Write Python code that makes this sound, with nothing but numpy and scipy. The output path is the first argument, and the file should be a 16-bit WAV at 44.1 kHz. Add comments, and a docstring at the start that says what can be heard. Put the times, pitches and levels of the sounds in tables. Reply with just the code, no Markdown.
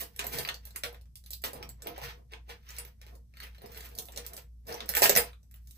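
"""Two motors hum out of step far off, then hands turn over small metal charms, chains and clasps beside a phone.
Wrapping and cloth rustle (filtered random grains), a hollow packet booms (grains into low decaying modes).
Chain links jingle (grains into metal modes); ticks are noise scrapes convolved with short decaying partials.
Weight shifts on the bed (low noise). A soft bedroom adds short echoes; the right port is nearer."""
import sys
import numpy as np
from scipy import signal
from scipy.fft import rfft, irfft, next_fast_len
from scipy.io import wavfile

SR = 44100
rng = np.random.default_rng(int(sys.argv[2]) if len(sys.argv) > 2 else 0)


def dump_mix(stems):
    """Bounce the given channels to the path in sys.argv[1] as a 16-bit WAV at rate SR."""
    frames = np.atleast_2d(stems).T  # one column per channel
    limited = np.clip(frames, -1, 1)  # hard clip at full scale
    pcm = np.round(limited * 32767).astype(np.int16)
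    wavfile.write(sys.argv[1], SR, pcm)


def natural_amplitude(level_db):
    """Convert a level in decibels to a linear amplitude factor, elementwise."""
    exponent = np.asarray(level_db, float) / 20
    return 10 ** exponent


N = 254870

# Partials of the metal links. Each row: frequency in Hz, relative level in dB, t60 in seconds.
METAL_MODES = [(4220, -29, 0.016), (4950, -11, 0.075), (5840, -6.5, 0.013), (7940, -3.5, 0.022),
               (7710, -3.5, 0.017), (9280, -5.5, 0.083), (10370, -4, 0.019), (11500, -7.5, 0.0083),
               (11200, -7, 0.055), (12220, 7.5, 0.014), (14300, -4.5, 0.027), (15500, -13, 0.067),
               (14400, -5, 0.053), (14800, -22, 0.065)]
# Moves of the hands, each swelling to a peak and dying away. Each row: peak time in seconds, rise in seconds,
# then relative levels in dB of rustle, chain jingle and hollow boom.
HAND_MOVES = [(0.005, 0.023, -39, -27, -42), (0.196, 0.0089, -32.5, -68, -39),
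              (0.251, 0.021, -46, -42.5, -38), (0.336, 0.026, -35, -27.5, -39.5),
              (.4, 0.18, -38.5, -33, -37), (0.497, 0.019, -40.5, -58, -40), (.676, 0.11, -58.5, -59, -67.5),
              (0.76, 0.024, -48, -55, -50), (0.838, 0.0046, -34.5, -38, -39),
              (.96, 0.053, -59.5, -77, -64.5), (1.161, .004, -83, -47.5, -78.5),
              (1.268, 0.017, -63.5, -75, -76), (1.331, 0.039, -80, -40, -88),
              (1.443, 0.0073, -32, -25.5, -33), (1.561, 0.042, -50.5, -55, -38),
              (1.628, 0.045, -55, -74, -40), (1.692, 0.0062, -59, -55.5, -75),
              (1.882, 0.07, -45, -61, -34.5), (1.986, 0.097, -46.5, -67, -54),
              (2.037, 0.032, -36.5, -39.5, -43), (2.095, 0.09, -42.5, -45, -50),
              (2.188, 0.062, -77, -69, -55.5), (2.328, 0.023, -47.5, -63, -48.5),
              (2.5, 0.024, -40.5, -46, -44), (2.54, 0.054, -80, -67.5, -80), (2.699, 0.065, -50, -64, -61),
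              (2.75, 0.11, -47, -47, -67), (2.799, 0.086, -46.5, -66, -53), (2.87, 0.1, -57, -66, -63.5),
              (3.029, 0.033, -57, -66, -71), (3.077, 0.036, -55.5, -61, -74),
              (3.146, 0.15, -72.5, -61, -56), (3.377, 0.048, -54.5, -58, -82),
              (3.434, 0.047, -45.5, -49, -53), (3.562, 0.14, -62, -63, -70),
              (3.644, 0.058, -55, -67, -46.5), (3.7, 0.078, -59, -57, -52.5),
              (3.771, 0.084, -46.5, -44.5, -50), (3.852, 0.12, -49.5, -42.5, -56),
              (3.92, 0.17, -59.5, -57, -55.5), (3.985, 0.053, -63, -43, -44), (4.07, 0.1, -69, -52, -54),
              (4.13, 0.092, -58, -54, -56), (4.179, 0.035, -44, -61, -40.5),
              (4.254, 0.052, -52.5, -52.5, -57), (4.33, 0.15, -57, -82, -50), (4.378, 0.033, -52, -47, -54),
              (4.683, 0.02, -47.5, -38, -37), (4.713, 0.032, -41, -66, -34.5),
              (4.77, 0.054, -45.5, -51, -49), (4.83, 0.1, -49.5, -56.5, -44.5),
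              (4.893, 0.014, -37.5, -33, -41.5), (4.963, .008, -32.5, -23.5, -38),
              (4.975, .02, -34.5, -25, -32.5), (5.025, 0.01, -20, -11.5, -27),
              (5.058, 0.066, -30.5, -16, -29.5), (5.099, 0.0068, -25.5, -37, -27.5),
              (5.163, .005, -31.5, -16.5, -24.5), (5.176, .015, -27, -24.5, -35.5),
              (5.27, .05, -50, -76, -63), (5.436, .015, -80, -74, -99), (5.525, .04, -73, -67.5, -99),
              (5.57, .04, -67, -73, -97.5), (5.704, 0.12, -76, -57.5, -86), (5.76, 0.078, -72, -54, -92)]


def unit(x):
    """Scales to rms 1."""
    return x / np.sqrt(np.mean(x ** 2))


def band(x, lo_hz, hi_hz):
    """Butterworth band-pass."""
    sos = signal.butter(2, [lo_hz, min(hi_hz, .45 * SR)], "band", fs=SR, output="sos")
    return signal.sosfilt(sos, x)


def colour(x, points, share=1):
    """Shapes the spectrum by (Hz, dB) points on a log frequency axis; share scales the dB."""
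    size = next_fast_len(N)
    hz, db = np.transpose(points)
    f_hz = np.arange(size // 2 + 1) * SR / size + 1
    gain = natural_amplitude(share * np.interp(np.log(f_hz), np.log(hz), db))
    return irfft(rfft(x, size) * gain, size)[..., :N]


def ring(push, modes):
    """Sum of two-pole resonators, one per decaying mode, all driven by push."""
    out = 0
    for hz, db, t60_s in modes:
        w = 2 * np.pi * hz / SR
        r = np.exp(-np.log(1000) / (t60_s * SR))
        out = out + natural_amplitude(db) * signal.lfilter([np.sin(w)], [1, -2 * r * np.cos(w), r * r], push)
    return out


def grains(rate_hz, spread_db):
    """Random tiny contacts, a few much stronger than the rest; rms 1."""
    hit = rng.random(N) < rate_hz / SR
    size = rng.exponential(size=N)
    sign = rng.standard_normal(N)
    return unit(hit * sign * natural_amplitude(spread_db * size))


def swells(peak_s, rise_s, db, fall_db_s):
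    """Gain over time of moves that rise steadily in dB and fall at one rate; their powers add."""
    hop = 64
    t = np.arange(0, N + hop, hop)[:, None] / SR - peak_s
    rise_db = 22 * t / np.maximum(rise_s, .003)  # rise_s covers the last 22 dB
    power = natural_amplitude(2 * (db + np.where(t < 0, rise_db, -fall_db_s * t))).sum(axis=1)
    return np.interp(np.arange(N), hop * np.arange(len(t)), np.sqrt(power))


def background():
    """Two motor hums beat against each other over low rumble and faint hiss; the bass is alike at both ports."""
    # Each row: frequency in Hz, level in dB rms.
    motors = [(59.37, -52.6), (56.56, -59.2)]
    # Each row: frequency in Hz, relative level in dB.
    air_spectrum = [(15, -42), (25, -16.5), (76, -11), (120, -12), (236, -24), (301, -37.5), (900, -56),
                    (2000, -61.5), (3720, -57), (5880, -52), (6920, -56.5), (8360, -54), (10700, -56.5),
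                    (12900, -50.5), (16000, -78.5)]
    in_step_s, air_db = 1.35, -61.5
    t = np.arange(N) / SR - in_step_s
    hum = sum(np.sqrt(2) * natural_amplitude(db) * np.cos(2 * np.pi * hz * t) for hz, db in motors)
    mid, side = colour(rng.standard_normal((2, N)), air_spectrum)
    side = signal.lfilter([1, -1], [1, -.95], side)  # high-pass
    return hum + natural_amplitude(air_db) * unit(mid + side * np.array([[1], [-1]]))


def rustle():
    """Wrapping and cloth: dense crinkles, coloured, swelling with each move."""
    # Each row: frequency in Hz, relative density in dB per Hz.
    rustle_spectrum = [(530, -44), (900, 9.5), (1080, 4), (1810, 9.5), (3070, 6), (6110, 0), (8870, -34.5),
                       (14000, -28), (16000, -31)]
    peak_s, rise_s, rustle_db, _, _ = np.transpose(HAND_MOVES)
    crinkle = unit(colour(grains(2500, 1.95), rustle_spectrum))
    return natural_amplitude(-5.5) * swells(peak_s, rise_s, rustle_db, 377.5) * crinkle


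def jingle():
    """Chain links brush each other: grains ring the metal modes and add two bands of contact noise."""
    peak_s, rise_s, _, jingle_db, _ = np.transpose(HAND_MOVES)
    links = natural_amplitude(-12) * swells(peak_s, rise_s, jingle_db, 454.5) * grains(2500, 3.0)
    ringing = natural_amplitude(-26) * ring(links, METAL_MODES)
    brush = natural_amplitude(3.5) * band(links, 3600, 14000)
    edge = natural_amplitude(7.5) * band(links, 11500, 16000)
    return ringing + brush + edge


def boom():
    """Hollow packet: knocks excite its low decaying modes, plus a band of duller contact noise."""
    # Each row: frequency in Hz, relative level in dB, t60 in seconds.
    packet_modes = [(326.2, -20, 0.14), (420, -24.5, 0.023), (481, -4, 0.15), (515, -3.5, 0.035),
                    (689, -2.5, 0.049), (855, -22.5, 0.14)]
    peak_s, rise_s, _, _, boom_db = np.transpose(HAND_MOVES)
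    knocks = natural_amplitude(-7.5) * swells(peak_s, rise_s, boom_db, 366) * grains(1000, 2.2)
    return natural_amplitude(-21.0) * ring(knocks, packet_modes) + natural_amplitude(8.0) * band(knocks, 440, 1000)


def bed():
    """Weight shifting on the bed: low noise follows the boom, more evenly; a few shoves are heavier and deeper."""
    # Each row: peak time in seconds, rise in seconds, relative level in dB.
    shoves = [(.4, 0.22, -45), (1.689, 0.099, -46), (2.04, 0.052, -48), (5.06, 0.15, -45.5)]
    fall_db_s = 205.5
    peak_s, rise_s, _, _, boom_db = np.transpose(HAND_MOVES)
    shift_gain = swells(peak_s, rise_s, -30 + 0.72 * boom_db, fall_db_s)
    shift = shift_gain * unit(band(rng.standard_normal(N), 120, 210))
    shove_gain = swells(*np.transpose(shoves), fall_db_s)
    shove = shove_gain * unit(band(rng.standard_normal(N), 105, 160))
    return natural_amplitude(-6.5) * (shift + shove)


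def ticks():
    """Each tick is a sharp contact and a short scrape; it strikes another link, at a new spot, every time."""
    # The clearest ticks. Each row: start in seconds, relative level in dB, thud and snap in dB against that level,
    # pitch in Hz of the piece that is struck.
    tick_list = [(0.1623, -37, -34, -26, 12300), (0.1926, -19, -22.5, -16, 4000),
                 (0.2418, -32, -4, -12, 13000), (0.2673, -30, -25, -17, 12700),
                 (0.336, -32, -15, -14, 11900), (0.3857, -18, -18.5, -30, 4640),
                 (0.4314, -34, -22, -28, 14200), (0.4502, -33, -32, -6.5, 4700),
                 (0.4751, -34, -4, -6, 12600), (0.4884, -26, -53, -3, 4200), (0.5427, -33, -20, -42, 4680),
                 (0.653, -38, -30.5, -27.5, 14200), (0.6716, -43.5, -20.5, -21.5, 14200),
                 (0.707, -42, -17, -19.5, 4200), (0.7602, -25.5, -28.5, -15.5, 11800),
                 (0.8357, -27.5, -6, -2.5, 11500), (0.855, -37, -8, -5.5, 14200),
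                 (0.9275, -49, 1, -32, 12600), (0.9449, -49, -6.5, -3, 5700),
                 (1.0122, -52, -22.5, -33, 5700), (1.056, -58, -19.5, -12, 5930),
                 (1.1559, -37, -50, -38, 9800), (1.2394, -47, -24, -26.5, 8900),
                 (1.261, -40, -42, -41, 6240), (1.3058, -29, -60, -63, 12200),
                 (1.3154, -40, -55, -47, 9500), (1.3331, -29, -63, -61, 14500),
                 (1.4192, -46, -25, -32, 14300), (1.4386, -24, -10.5, -7, 4470),
                 (1.5324, -35.5, -8, -21, 13600), (1.6272, -35.5, -28, -4, 5560),
                 (1.691, -35.5, -17.5, -22, 7750), (1.821, -33.5, -25, -18, 8030),
                 (1.8708, -33.5, -3.5, -6.5, 14400), (1.9615, -49, -14, -5, 4150),
                 (1.9788, -41, -4, -27, 13800), (2.0162, -43.5, 5.5, -7, 5010),
                 (2.0338, -49, -25, -17, 14200), (2.3204, -48, 0, -7, 4840),
                 (2.3353, -45.5, -17, 3.5, 3900), (2.493, -41.5, -7, -11, 3750),
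                 (2.6895, -37, -32, -23, 5910), (2.7048, -37.5, -26, -18, 6800),
                 (2.7656, -35, -28, -23, 6320), (2.7847, -29.5, -20, -14.5, 14000),
                 (2.8502, -43, -7.5, -6.5, 14200), (2.8759, -51, -10, -10, 14300),
                 (3.015, -40, -26, -20, 3920), (3.0656, -45.5, -10, -11, 4200),
                 (3.1532, -47.5, -9.5, -18, 9600), (3.3389, -56, -13, -6, 4290),
                 (3.3704, -45, -25, -11, 4440), (3.4026, -36.5, -34, -14.5, 4420),
                 (3.4321, -41, -9.5, -8.5, 14400), (3.4694, -45, -7, -6.5, 3500),
                 (3.5478, -55, -17.5, -6.5, 3900), (3.5825, -50, -5.5, -7, 4220),
                 (3.6185, -49, -2.5, -6, 12100), (3.6596, -40.5, -13, -14, 5170),
                 (3.7189, -44, -23, -21, 14500), (3.7465, -43, -21, -13, 4400),
                 (3.7738, -35, -16, -9.5, 14100), (3.8062, -32.5, -21, -17.5, 4570),
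                 (3.8414, -51, -21, -23, 12300), (3.9514, -37, -35, -29, 12700),
                 (3.9784, -38, -32, -30, 4720), (3.987, -25.5, -40, -56, 10170),
                 (4.0229, -37.5, -18.5, -23, 8000), (4.0855, -43.5, -2, -4.5, 4670),
                 (4.1215, -43, -28, -26, 7690), (4.1615, -30.5, -14, -45, 4310),
                 (4.1746, -21.5, -24, -54, 4700), (4.251, -47, -15, -13, 8260),
                 (4.2694, -47, -16, -10, 12400), (4.334, -33, -32, -19, 9340), (4.366, -32, -26, -25, 9500),
                 (4.3771, -40.5, -5.5, -6.5, 12670), (4.6693, -40, -16, -26.5, 5080),
                 (4.693, -35.5, -13, -12.5, 6150), (4.725, -30, -32, -16, 6160),
                 (4.7421, -31, -5, -14, 5870), (4.8049, -41.5, -2, 7, 3750), (4.8584, -43, -17, -11, 14400),
                 (4.8908, -20, -21, -24, 12050), (4.9381, -28.5, -22, -9.5, 4040),
                 (4.9508, -17, -18.5, -12, 12300), (4.969, -16, -12, -11.5, 14200),
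                 (5.02, -12, -7, -17.5, 14400), (5.0575, -14, -17.5, -12.5, 4220),
                 (5.0948, -10.5, -12.5, -14, 12200), (5.1522, -14.5, -23, -15.5, 6100),
                 (5.1625, -12, -16.5, -14.5, 12700), (5.1722, -9.5, -18.5, -14.5, 14400),
                 (5.3318, -52.5, -14.5, -4, 4060), (5.4306, -56.5, -17, -19.5, 5990),
                 (5.5124, -51.5, -30.5, -16.5, 11470), (5.5414, -48.5, -17.5, -11, 13450),
                 (5.5598, -51, -27, -20, 12350), (5.673, -48, -40, -26, 13000),
                 (5.7092, -41.5, -44, -42, 8220)]
    scrape_ms, scrape_spread, contact_ms, contact_db = 1.67, 0.12, 0.22, -1  # decay constants
    chain_db, piece_db, piece_t60_s = -17.5, -13, 0.02
    top_db_per_octave = 4.5  # larger, lower pieces give less of the top octave and shake the chain less
    thud, snap, edge, top, metal = np.zeros((5, N))
    t = np.arange(4096) / SR
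    hz, db, t60_s = np.transpose(METAL_MODES)[:, :, None]
    for start_s, level_db, thud_db, snap_db, piece_hz in tick_list:
        i = int(start_s * SR)
        decay_ms = max(scrape_ms * np.exp(scrape_spread * rng.standard_normal()), .2)
        envelope = np.exp(-1000 * t / decay_ms) + natural_amplitude(contact_db) * np.exp(-1000 * t / contact_ms)
        push = (natural_amplitude(level_db) * rng.standard_normal(len(t)) * envelope)[:N - i]
        at = slice(i, i + len(push))
        thud[at] += natural_amplitude(thud_db) * push
        snap[at] += natural_amplitude(snap_db) * push
        edge[at] += push
        shine_db = top_db_per_octave * np.log2(piece_hz / 12000)
        top[at] += natural_amplitude(shine_db) * push
        # links differ a little in size, so their partials never land twice on the same pitch
        spot, size = rng.standard_normal((2, len(METAL_MODES), 1))
        partial_gain = natural_amplitude(db + 3 * spot - 60 * t / t60_s)
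        chain = np.sum(partial_gain * np.sin(2 * np.pi * hz * (1 + .008 * size) * t), axis=0)
        piece = natural_amplitude(piece_db - 60 * t / piece_t60_s) * np.sin(2 * np.pi * piece_hz * t)
        link = natural_amplitude(chain_db + shine_db) * chain + piece
        metal[at] += signal.fftconvolve(push, link)[:len(push)]
    dull = natural_amplitude(19.5) * band(thud, 440, 960) + natural_amplitude(15) * band(snap, 990, 3940)
    bright = natural_amplitude(-1.5) * band(edge, 3210, 9900) + natural_amplitude(0.5) * band(top, 8700, 16500)
    return dull + bright + natural_amplitude(-14) * metal


def room(x):
    """Short dense echoes off walls and bed; the treble dies first and differs between the ports."""
    low_t60_s, top_t60_s, level_db = 0.19, 0.13, -0.5
    count, step_s = 6, .04
    t = np.arange(int(.4 * SR)) / SR
    # hands and charms keep moving, so every 40 ms the echoes take other paths
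    place = (np.arange(N) / SR / step_s) % count
    out = 0
    for k in range(count):
        distance = np.abs((place - k + count / 2) % count - count / 2)
        share = np.clip(1 - distance, 0, 1)
        shared, *apart = rng.standard_normal((3, len(t)))
        noise = apart + signal.lfilter([.06], [1, -.94], shared - apart)  # bass shared by both ports
        low = signal.lfilter([.3], [1, -.7], noise)
        tail = low * natural_amplitude(-60 * t / low_t60_s) + (noise - low) * natural_amplitude(-60 * t / top_t60_s)
        tail = tail * np.clip((t - .001) / 0.0016, 0, 1)  # 1 ms gap, 1.6 ms onset
        tail = natural_amplitude(level_db) * tail / np.sqrt(np.sum(tail ** 2, axis=1, keepdims=True))
        out = out + signal.fftconvolve(np.sqrt(share) * x[None], tail, axes=1)[:, :N]
    return out


def scene():
    """Mixes all layers; the near sound reaches the right port first and each port colours it differently."""
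    # Left-over-right difference. Each row: frequency in Hz, difference in dB.
    port_difference = [(60, -4.5), (110, 6), (200, -4.5), (380, 2), (700, -1.5), (1290, 0), (2380, -0.5),
                       (4400, -2), (8120, -1), (15000, -7)]
    left_lag = 21  # samples
    near = ticks() + rustle() + jingle() + boom() + bed()
    left = np.r_[np.zeros(left_lag), near[:-left_lag]]
    both = np.array([left, near]) + room(near)
    ported = [colour(x, port_difference, share) for x, share in zip(both, (.5, -.5))]
    return np.array(ported) + background()


def low_pass(x):
    """Removes everything above the highest recorded frequency."""
    return signal.sosfilt(signal.butter(12, 16480, fs=SR, output="sos"), x)


def record(dry):
    """The phone cuts the top with a steep elliptic low-pass at 15.3 kHz."""
    mix = signal.sosfilt(signal.ellip(8, .2, 60, 15300, fs=SR, output="sos"), dry)
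    return low_pass(mix)


dry = scene()
out = record(dry)
dump_mix(out)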